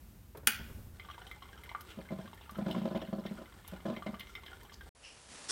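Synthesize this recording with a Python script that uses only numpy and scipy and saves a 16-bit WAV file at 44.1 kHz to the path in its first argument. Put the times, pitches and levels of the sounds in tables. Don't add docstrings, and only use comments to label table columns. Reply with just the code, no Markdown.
import sys
import numpy as np
from scipy import signal
from scipy.fft import rfft, irfft
from scipy.io import wavfile
from scipy.ndimage import uniform_filter1d

SR = 44100
rng = np.random.default_rng(int(sys.argv[2]) if len(sys.argv) > 2 else 0)


def store_wav(level_fs):
    pcm = np.round(np.clip(np.atleast_2d(level_fs), -1, 1) * 32767)
    wavfile.write(sys.argv[1], SR, pcm.T.astype(np.int16))


N = 243197
TIME_S = np.arange(N) / SR
AGE_S = np.arange(SR // 7) / SR

# (frequency [Hz], t60 [s])
ROOM_T60 = [(100, 0.36), (300, 0.34), (1000, 0.48), (3000, 0.48), (6000, 0.34), (10000, 0.19),
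            (16000, 0.35)]
PAUSE_START_S, PAUSE_END_S = 4.892, 4.95
EDGE_HZ, LATE_EDGE_HZ = 16100, 11200

# (frequency [Hz], relative level [dB])
QUIET_TONE = [(15, -42), (28, -18.5), (50, 0.5), (75, 0.5), (140, -13), (200, -10.5), (300, -20),
              (1000, -26.5), (2000, -30), (4900, -34.5), (10000, -34), (14500, -29.5), (16000, -36)]
# (time [s], half length [s], rumble [dB], hiss [dB])
REACHES = [(0.019, 0.23, -57.5, -67), (0.698, 0.16, -49.5, -61)]
RUMBLE_DB, HISS_DB, LATE_RUMBLE_DB, LATE_HISS_DB = -57, -68, -65.5, -62

# (frequency [Hz], relative level [dB])
SIMMER_TONE = [(180, -16), (300, 11), (600, 3), (1150, -1), (1500, 2.5), (1850, -3), (2100, -2),
               (2500, -9.5), (3100, -5.5), (4000, -7), (6700, -13.5), (8800, -7.5), (12000, -36)]
BREW_START_S, BREW_END_S = 0.93, 4.89
SIMMER_GAIN_DB, SIMMER_WANDER_RMS_DB = -62, 2

# (frequency [Hz], relative level [dB])
SLEEVE_TONE = [(80, -9), (200, 1.5), (550, -4), (1200, -3), (2800, -5), (5000, -5.5), (9400, -6.5),
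               (11000, -12.5)]
# (frequency [Hz], relative level [dB])
BRUSH_TONE = [(1500, -20), (2400, -1), (2900, 6.5), (3600, -16), (5500, -2), (8000, -31)]
# (frequency [Hz], relative level [dB])
LID_TONE = [(180, -33), (300, -6), (730, -20), (1330, -6.5), (2550, -15), (3340, -6), (4450, -9), (5420, 0),
            (6490, -8), (8770, -5), (11000, -20), (14300, -43), (22000, -120)]
SLEEVE_DB, CROSS_S, CROSS_RISE_S, CROSS_DB = -59.5, 5.3, 0.046, -55.5
BRUSH_S, BRUSH_RISE_S, BRUSH_DB, BRUSH_T60_S = 5.03, .02, -51.5, 0.49
LID_S, LID_RISE_S, LID_DB, LID_SWELL_DB_PER_S = 5.482, .01, -42, 390

# (mid time [s], level before fades [dB], half length [s], centre pitch [Hz])
PUFFS = [(1.908, -55.5, 0.067, 2930), (2.444, -62.5, 0.081, 2730), (2.791, -58, 0.041, 3340),
         (2.976, -54, 0.019, 3250), (3.699, -63.5, 0.13, 2640), (3.92, -68, 0.11, 3350),
         (4.3, -68, 0.08, 5750), (4.739, -55.5, 0.026, 4900)]
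# (multiple of the centre pitch, relative level [dB])
PUFF_TONE = [(.25, -18), (.67, -8), (1, 0), (1.3, -6), (2, -22)]

# (time [s], level [dB])
SPITS = [(.3716, -44), (1.2735, -53), (1.3129, -52), (1.6357, -49), (1.8083, -41.5), (2.3436, -52),
         (2.5092, -46), (2.5755, -51), (2.7117, -51), (3.677, -40), (4.1964, -43), (4.6314, -50.5)]
# (frequency [Hz], relative level [dB])
SPIT_TONE = [(1500, -12.5), (4000, -3), (8000, -7.5), (12000, 1.5), (16000, -6.5)]

# (time [s], level [dB], bubble pitch [Hz])
PLOPS = [(1.048, -49.5, 1210), (1.087, -40.5, 1180), (1.1, -39, 1160), (1.18, -39, 960),
         (1.217, -46.5, 1540), (1.422, -42, 1076), (1.53, -46, 1540), (1.576, -48.5, 1395),
         (1.715, -38, 870), (1.749, -27, 1195), (2.276, -45.5, 1146), (2.331, -40.5, 937),
         (2.411, -46, 890), (2.494, -37.5, 1196), (2.556, -39.5, 1280), (2.748, -34.5, 1040),
         (3.682, -46.5, 893), (4.023, -35.5, 1187), (4.142, -38, 1184), (4.481, -45.5, 1690),
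         (4.53, -41.5, 1430), (4.65, -48.5, 874), (4.719, -49, 1126), (4.809, -43, 1500)]
# (time [s], ring [dB], spatter [dB])
DRIPS = [(0.997, -40.5, -52), (1.111, -56, -48.5), (1.267, -52.5, -51.5), (1.313, -38, -51.5),
         (1.424, -58, -52), (1.635, -45.5, -55.5), (1.692, -39.5, -51), (2.088, -45, -71),
         (2.711, -50, -40), (2.954, -47, -54), (3.015, -60, -48), (3.262, -50, -46), (3.457, -51, -59.5),
         (3.964, -39, -50), (4.067, -40, -55), (4.142, -52, -74), (4.195, -46, -46), (4.206, -40.5, -45.5),
         (4.27, -50.5, -57), (4.352, -35.5, -44), (4.434, -48, -70), (4.462, -50, -46.5)]
# (frequency [Hz], relative level [dB], t60 [s])
CARAFE = [(2082, 5, 0.081), (2140, 4.5, 0.026), (2260, -5, 0.091), (3110, -8, 0.095), (3360, -13, 0.055),
          (3934, -5.5, .025)]
# (frequency [Hz], relative level [dB])
SPATTER_TONE = [(300, 5.5), (900, 7), (1800, 4), (2500, 4), (3150, 23.5), (4000, 5.5), (5500, -7),
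                (8000, -15), (16000, -3.5)]
# (frequency [Hz], relative level [dB], t60 [s])
TINKLE = [(3030, -0.5, 0.027), (3220, -2, 0.0068), (3846, 1, 0.022), (5480, -4, 0.025)]
PLOP_RING_REL_DB, PLOP_SPATTER_DB = -16.5, -56.5
DRIP_PLOP_REL_DB, DRIP_HZ = -9.5, 1174
TRICKLE_GAP_S, TRICKLE_MIN_DB, TRICKLE_MIN_HZ, TRICKLE_OCTAVES = .11, -52.5, 904, 1.073

# (time [s], thud [dB], pitch [Hz], plastic knock [dB])
BUMPS = [(0.348, -55, 193, -41), (0.371, -50.5, 161, -44), (0.429, -47.5, 99, -51)]
# (frequency [Hz], relative level [dB])
KNOCK_TONE = [(100, -9.5), (330, 5), (550, 0), (850, -3.5), (1500, -6.5), (3000, -23), (8000, -42)]
ROCK_START_S, ROCK_GAP_S, ROCK_SHRINK = .477, .118, .86
ROCK_FIRST_DB, ROCK_HZ, ROCK_FIRST_KNOCK_DB, ROCK_FADE_DB = -38.5, 230.5, -43, -3.5
COUNTER_DB, COUNTER_HZ = -43.5, 85.7

# (time [s], level [dB], tube pitch [Hz], overtones over the fundamental [dB])
GULPS = [(1.973, -37, 214, -12), (1.987, -39, 179, 1), (2.106, -34.5, 200, -4), (2.119, -29.5, 185, -5),
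         (2.187, -34, 179, -3), (2.585, -27.5, 196, -2.5), (2.619, -28, 200, -12), (2.662, -25.5, 192, -4),
         (2.682, -37, 203, 6), (2.701, -30, 189, -2), (2.745, -33.5, 209, 0), (2.761, -26, 209.6, -6.5),
         (2.778, -26.5, 202, -9), (2.816, -27, 202, -11), (2.843, -28.5, 201, -12), (2.854, -33, 235, 5.5),
         (2.876, -36, 201, 3), (2.91, -31, 194, -2), (2.924, -41, 214, 5), (2.948, -29.5, 174, 1),
         (2.959, -28, 214, -1), (3.018, -42, 243, 9), (3.084, -37, 195, -12), (3.128, -27, 201, -4),
         (3.157, -33.5, 193, -8), (3.183, -32.5, 215, -3.5), (3.252, -34, 197, 0), (3.31, -30, 205, -9.5),
         (3.384, -42.5, 233, 2.5), (3.415, -51, 217, 11.5), (3.722, -37.5, 205, -6),
         (3.733, -36, 192, -1.5), (3.854, -31, 209, 0.5), (3.863, -38.5, 203, 7), (3.882, -31.5, 171, 0),
         (3.899, -31.5, 225, 2), (3.924, -36, 221, 0), (3.968, -38.5, 186, 2), (4.063, -33.5, 206, 3),
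         (4.087, -31.5, 210, -8)]
# (start [s], end [s], mean level [dB])
BOUTS = [(2.13, 2.27, -42), (2.52, 3.11, -41), (3.19, 3.37, -41.5), (4.08, 4.13, -40)]
# (frequency [Hz], relative level [dB], t60 [s])
TUBE_HIGH = [(617, 0, 0.072), (569, 4.5, 0.049), (504, -20, 0.026), (361, -3.5, 0.093), (318, -0.5, 0.092),
             (758, -5.5, 0.039)]
# (frequency [Hz], relative level [dB], t60 [s])
TUBE_TOP = [(1008.3, -8, 0.13), (947, 2, 0.011), (1170, -11.5, 0.049), (1415, -17, .04), (1660, -19, 0.099)]
# (frequency [Hz], relative level [dB])
SPLASH_TONE = [(200, -24.5), (400, 19.5), (900, 4.5), (1500, 2), (2200, -8.5), (3300, -2), (4200, -11),
               (5500, -14.5), (9000, -27), (16000, -25)]
TUBE_RISE_S, TUBE_T60_S = 0.0068, .066
SPLASH_REL_DB = -8.5
SMALL_GAP_S, SMALL_MEAN_HZ, SMALL_MEAN_SHARP_DB = .04, 205.8, -9
CHURN_MIN_HZ, CHURN_OCTAVES, CHURN_MAX_REL_DB, CHURN_MAX_S = 514, 1.9, -11, .04
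BUBBLE_CYCLES, BUBBLE_GLIDE = 5.6, 0.069
SPUTTER_MAX_DB, SPUTTER_SHARE, SPUTTER_MAX_S = -31, 0.65, .045

# (time [s], level [dB], rattle time [s])
SWITCH = [(0.4704, -26.5, 0.0044), (.4730, 0.5, 0.0031), (0.4733, -9, 0.0098)]
# (frequency [Hz], relative level [dB])
SNAP_TONE = [(120, -47.5), (220, -25), (800, -23), (1050, -19), (1450, 1), (2000, -7), (2800, -2),
             (4000, -9.5), (5800, -8), (7100, -7.5), (8000, -15.5), (9400, -3.5), (12800, -6.5),
             (16000, -10)]
# (frequency [Hz], relative level [dB], t60 [s])
CASE = [(222, -7, 0.12), (853, -7, 0.07), (1435, -7, 0.05), (1994, 3.5, 0.059), (2500, 3.5, 0.071),
        (2860, -3, 0.096), (3300, -13.5, .06), (4900, -9.5, .05)]


def gain_of(db):
    return 10 ** (np.asarray(db) / 20)


def evened(x):
    return x / np.sqrt(np.mean(x ** 2) + 1e-20)


def peaked(x):
    return x / (abs(x).max() + 1e-20)


def read(points, hz):
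    point_hz, value = np.transpose(points)
    return np.interp(np.log(hz + 1), np.log(point_hz + 1), value)


def ramp(start_s, rise_s):
    return np.clip((TIME_S - start_s) / rise_s, 0, 1)


def add(mix, start_s, sound):
    part = mix[round(start_s * SR):][:len(sound)]
    part += sound[:len(part)]


def colour(x, spectrum, size=4096):
    log_gain = np.log(gain_of(read(spectrum, abs(np.fft.fftfreq(size, 1 / SR)))))
    taps = np.fft.ifft(np.exp(np.conj(signal.hilbert(log_gain)))).real
    return signal.oaconvolve(x, taps[:size // 2])[:len(x)]


def low_pass(x, hz):
    taps = signal.firwin(511, hz, window=("kaiser", 9), fs=SR)
    return signal.oaconvolve(x, taps, "same")


def ring(modes, rise_s, scatter):
    out = np.zeros(len(AGE_S))
    for hz, db, t60_s in modes:
        blow_hz = hz * (1 + scatter * rng.standard_normal())
        out += gain_of(db - 60 * AGE_S / t60_s) * np.sin(2 * np.pi * blow_hz * AGE_S)
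    return peaked(out * (1 - np.exp(-AGE_S / rise_s)))


def burst(spectrum, rise_s, t60_s):
    shape = (1 - np.exp(-AGE_S / rise_s)) * gain_of(-60 * AGE_S / t60_s)
    return peaked(colour(rng.standard_normal(len(AGE_S)) * shape, spectrum))


def grains(spectrum, per_s, spread_db):
    size = gain_of(spread_db * np.minimum(rng.exponential(1, N), 4))
    sign = np.sign(rng.random(N) - .5)
    hit = rng.random(N) < per_s / SR
    return evened(colour(size * sign * hit, spectrum))


def bubble(hz):
    turns = hz * AGE_S[:len(AGE_S) // 3]
    life = turns / BUBBLE_CYCLES
    tone = np.sin(2 * np.pi * turns * (1 + BUBBLE_GLIDE * life / 2))
    return tone * np.exp(-life) * (1 - np.exp(-2 * turns))


def thud(hz):
    return ring([(hz, 0, .12), (hz * 1.3, -7, .07)], rise_s=.002, scatter=.01)


def kitchen(x, near_db, wet_db, near_t60_s=0.024):
    t = np.arange(SR // 2) / SR
    sign = rng.choice([-1, 1], (2, len(t)))
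    hit = rng.random((2, len(t))) < 3000 / SR
    near, far = sign * hit * (t > .0015)
    near = near * gain_of(-60 * t / near_t60_s)
    hz, age_s, bins = signal.stft(far * (t > .006), SR, nperseg=256)
    decay = gain_of(-60 * age_s / read(ROOM_T60, hz)[:, None])
    far = signal.istft(bins * decay, SR, nperseg=256)[1][:len(t)]
    echoes = gain_of(near_db) * near / np.linalg.norm(near) + gain_of(wet_db) * far / np.linalg.norm(far)
    return x + signal.oaconvolve(x, echoes)[:N]


def quiet():
    air = rfft(colour(rng.standard_normal(N), QUIET_TONE))
    low = np.fft.rfftfreq(N, 1 / SR) < 400
    late = TIME_S > PAUSE_END_S
    rumble = gain_of(np.where(late, LATE_RUMBLE_DB, RUMBLE_DB))
    hiss = gain_of(np.where(late, LATE_HISS_DB, HISS_DB))
    for mid_s, half_s, rumble_db, hiss_db in REACHES:
        move = np.exp(-((TIME_S - mid_s) / half_s) ** 2 / 2)
        rumble = np.hypot(rumble, gain_of(rumble_db) * move)
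        hiss = np.hypot(hiss, gain_of(hiss_db) * move)
    return rumble * evened(irfft(air * low, N)) + hiss * evened(irfft(air * ~low, N))


def simmer(count=500):
    blips, t = np.zeros(N), AGE_S[:len(AGE_S) // 4]
    for when, size, strength in rng.random((count, 3)):
        hz = 750 * 5.5 ** size
        blip = np.sin(2 * np.pi * hz * t) * np.exp(-hz * t / 6.9)
        level_db = read(SIMMER_TONE, hz) + 10 * strength ** 2
        add(blips, when * TIME_S[-1], gain_of(level_db) * blip)
    fizz = grains(SIMMER_TONE, per_s=900, spread_db=3.5)
    mix = gain_of(-6) * evened(blips) + gain_of(-3) * fizz
    rates_hz = np.geomspace(1, 6, 10)
    swell = evened(sum(np.sin(2 * np.pi * (rate_hz * TIME_S + rng.random())) for rate_hz in rates_hz))
    brewing = ramp(BREW_START_S, .02) - ramp(BREW_END_S, .02)
    level = gain_of(SIMMER_GAIN_DB + SIMMER_WANDER_RMS_DB * swell)
    return kitchen(mix * brewing * level, near_db=-4.5, wet_db=-8.5)


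def mug():
    arm = gain_of(SLEEVE_DB) * ramp(PAUSE_END_S, rise_s=0.11)
    arm += gain_of(CROSS_DB) * ramp(CROSS_S - CROSS_RISE_S / 2, CROSS_RISE_S)
    brush_age_s = np.maximum(TIME_S - BRUSH_S - BRUSH_RISE_S, 0)
    stroke = ramp(BRUSH_S, BRUSH_RISE_S) * gain_of(BRUSH_DB - 60 * brush_age_s / BRUSH_T60_S)
    lid_age_s = np.maximum(TIME_S - LID_S, 0)
    bite = ramp(LID_S, LID_RISE_S) * gain_of(LID_DB + LID_SWELL_DB_PER_S * lid_age_s)
    sleeve = grains(SLEEVE_TONE, per_s=18000, spread_db=4.0) * arm
    brush = grains(BRUSH_TONE, per_s=8000, spread_db=1.5) * stroke
    lid = grains(LID_TONE, per_s=5000, spread_db=0.0) * bite
    return sleeve + brush + lid


def puffs():
    out = np.zeros(N)
    crackle = grains([(100, 0), (16000, 0)], per_s=2000, spread_db=3)
    for mid_s, db, half_s, hz in PUFFS:
        part = crackle[round((mid_s - half_s) * SR):round((mid_s + half_s) * SR)]
        tone = [(hz * multiple, tone_db) for multiple, tone_db in PUFF_TONE]
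        hiss = evened(colour(part, tone))
        add(out, mid_s - half_s, gain_of(db) * hiss * np.hanning(len(part)) ** 2)
    return kitchen(out, near_db=-17.0, wet_db=-8.5)


def spits():
    out = np.zeros(N)
    for start_s, db in SPITS:
        add(out, start_s, gain_of(db) * burst(SPIT_TONE, rise_s=0.00015, t60_s=0.04))
    return kitchen(out, near_db=-1, wet_db=-10, near_t60_s=.03)


def drop(plop_db, hz, ring_db, spatter_db, count=3):
    trapped = [(hz, 0, .028), (hz * 1.186, -6, .016), (hz * 0.798, -8, .016)]
    out = gain_of(plop_db) * ring(trapped, rise_s=0.00073, scatter=0.029)
    out += gain_of(ring_db) * ring(CARAFE, rise_s=0.00081, scatter=0.006)
    tinkle = ring(TINKLE, rise_s=.001, scatter=.045)
    spatter = burst(SPATTER_TONE, rise_s=0.00053, t60_s=0.039)
    out += gain_of(spatter_db) * (tinkle + gain_of(5) * spatter)
    for delay, pitch in rng.random((count, 2)):
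        droplet = gain_of(spatter_db - 4.0) * bubble(1100 + 2600 * pitch)
        add(out, 0.0054 + .035 * delay, droplet)
    return out


def drops():
    out = np.zeros(N)
    for start_s, db, hz in PLOPS:
        add(out, start_s, drop(db, hz, db + PLOP_RING_REL_DB, PLOP_SPATTER_DB))
    for start_s, db, spatter_db in DRIPS:
        add(out, start_s, drop(db + DRIP_PLOP_REL_DB, DRIP_HZ, db, spatter_db))
    times_s = np.arange(BREW_START_S, BREW_END_S, TRICKLE_GAP_S)[1:-1]
    for start_s, (late, loud, size) in zip(times_s, rng.random((len(times_s), 3))):
        db = TRICKLE_MIN_DB + 5 * loud
        hz = TRICKLE_MIN_HZ * 2 ** (TRICKLE_OCTAVES * size)
        add(out, start_s + TRICKLE_GAP_S * late, drop(db, hz, ring_db=db - 6.5, spatter_db=db - 9.5))
    return kitchen(out, near_db=-5.0, wet_db=-10.5, near_t60_s=0.061)


def small_gulps():
    rows = []
    for bout_s, end_s, db in BOUTS:
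        chance = rng.uniform(-1, 1, (40, 4))
        for slot_s, (late, loud, pitch, sharp) in zip(np.arange(bout_s, end_s, SMALL_GAP_S), chance):
            start_s = slot_s + .3 * SMALL_GAP_S * late
            hz = SMALL_MEAN_HZ * (1 + .1 * pitch)
            rows.append((start_s, db + 2.5 * loud, hz, SMALL_MEAN_SHARP_DB + 4 * sharp))
    return rows


def gulps(count=3):
    boom, slosh = np.zeros((2, N))
    for start_s, db, hz, sharp_db in GULPS + small_gulps():
        lowest = ring([(hz, 0, TUBE_T60_S)], rise_s=TUBE_RISE_S, scatter=0.008)
        add(boom, start_s, gain_of(db) * lowest)
        force = gain_of(db + sharp_db)
        splash = burst(SPLASH_TONE, rise_s=0.00089, t60_s=0.072)
        splash += gain_of(-2.0) * ring(TUBE_TOP, rise_s=0.00063, scatter=0.024)
        overtones = ring(TUBE_HIGH, rise_s=0.0013, scatter=0.019)
        add(slosh, start_s, force * (overtones + gain_of(SPLASH_REL_DB) * splash))
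        for delay, size, flight, pitch in rng.random((count, 4)):
            blip = bubble(CHURN_MIN_HZ * 2 ** (CHURN_OCTAVES * size))
            blip_gain = force * gain_of(CHURN_MAX_REL_DB - 13 * size)
            add(slosh, start_s + CHURN_MAX_S * delay, blip_gain * blip)
            tick = ring([(2000 + 3400 * pitch, 0, .011)], rise_s=0.00014, scatter=.02)
            tick_gain = gain_of(SPUTTER_MAX_DB - 6 * pitch) * force ** SPUTTER_SHARE
            add(slosh, start_s + SPUTTER_MAX_S * flight, tick_gain * tick)
    boom = colour(boom, [(60, -19), (110, -1.0), (170, -2.0), (1000, -0.5)])
    boom = kitchen(boom, near_db=-25.5, wet_db=-9.5)
    return boom + kitchen(slosh, near_db=-10, wet_db=-11.5, near_t60_s=0.049)


def bumps(count=6):
    out, start_s, rocks = np.zeros(N), ROCK_START_S, []
    for k in range(count):
        fade_db = k * ROCK_FADE_DB
        rocks.append((start_s, ROCK_FIRST_DB + fade_db, ROCK_HZ, ROCK_FIRST_KNOCK_DB + fade_db))
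        if k:
            counter = thud(COUNTER_HZ * (1 + 0.069 * rng.standard_normal()))
            add(out, start_s + 0.0126, gain_of(COUNTER_DB) * counter)
        start_s += ROCK_GAP_S * ROCK_SHRINK ** k
    for start_s, db, hz, knock_db in BUMPS + rocks:
        add(out, start_s, gain_of(db) * thud(hz))
        add(out, start_s, gain_of(knock_db) * burst(KNOCK_TONE, rise_s=0.0028, t60_s=0.086))
    return kitchen(out, near_db=-6.5, wet_db=-7.5)


def switch():
    out = np.zeros(N)
    for start_s, db, rattle_s in SWITCH:
        rattle = np.fft.rfft(rng.standard_normal(len(AGE_S)) * gain_of(-60 * AGE_S / rattle_s))
        even = np.fft.irfft(rattle / (abs(rattle) + 1e-9))
        snap = peaked(colour(even * np.exp(-AGE_S / rattle_s), SNAP_TONE))
        add(out, start_s, gain_of(db) * snap)
    main_snap_s = SWITCH[1][0]
    add(out, main_snap_s, gain_of(-25.5) * ring(CASE, rise_s=0.00035, scatter=0.001))
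    return kitchen(out, near_db=-4.5, wet_db=-8, near_t60_s=0.046)


def scene():
    mono = quiet() + simmer() + mug() + puffs() + spits() + drops() + gulps() + bumps() + switch()
    return np.array([mono, mono])


def record(dry):
    gates = 1. * np.array([TIME_S < PAUSE_START_S, TIME_S > PAUSE_END_S])
    before, after = uniform_filter1d(gates, size=64)
    return np.array([low_pass(x * before + low_pass(x, LATE_EDGE_HZ) * after, EDGE_HZ) for x in dry])


dry = scene()
out = record(dry)
store_wav(out)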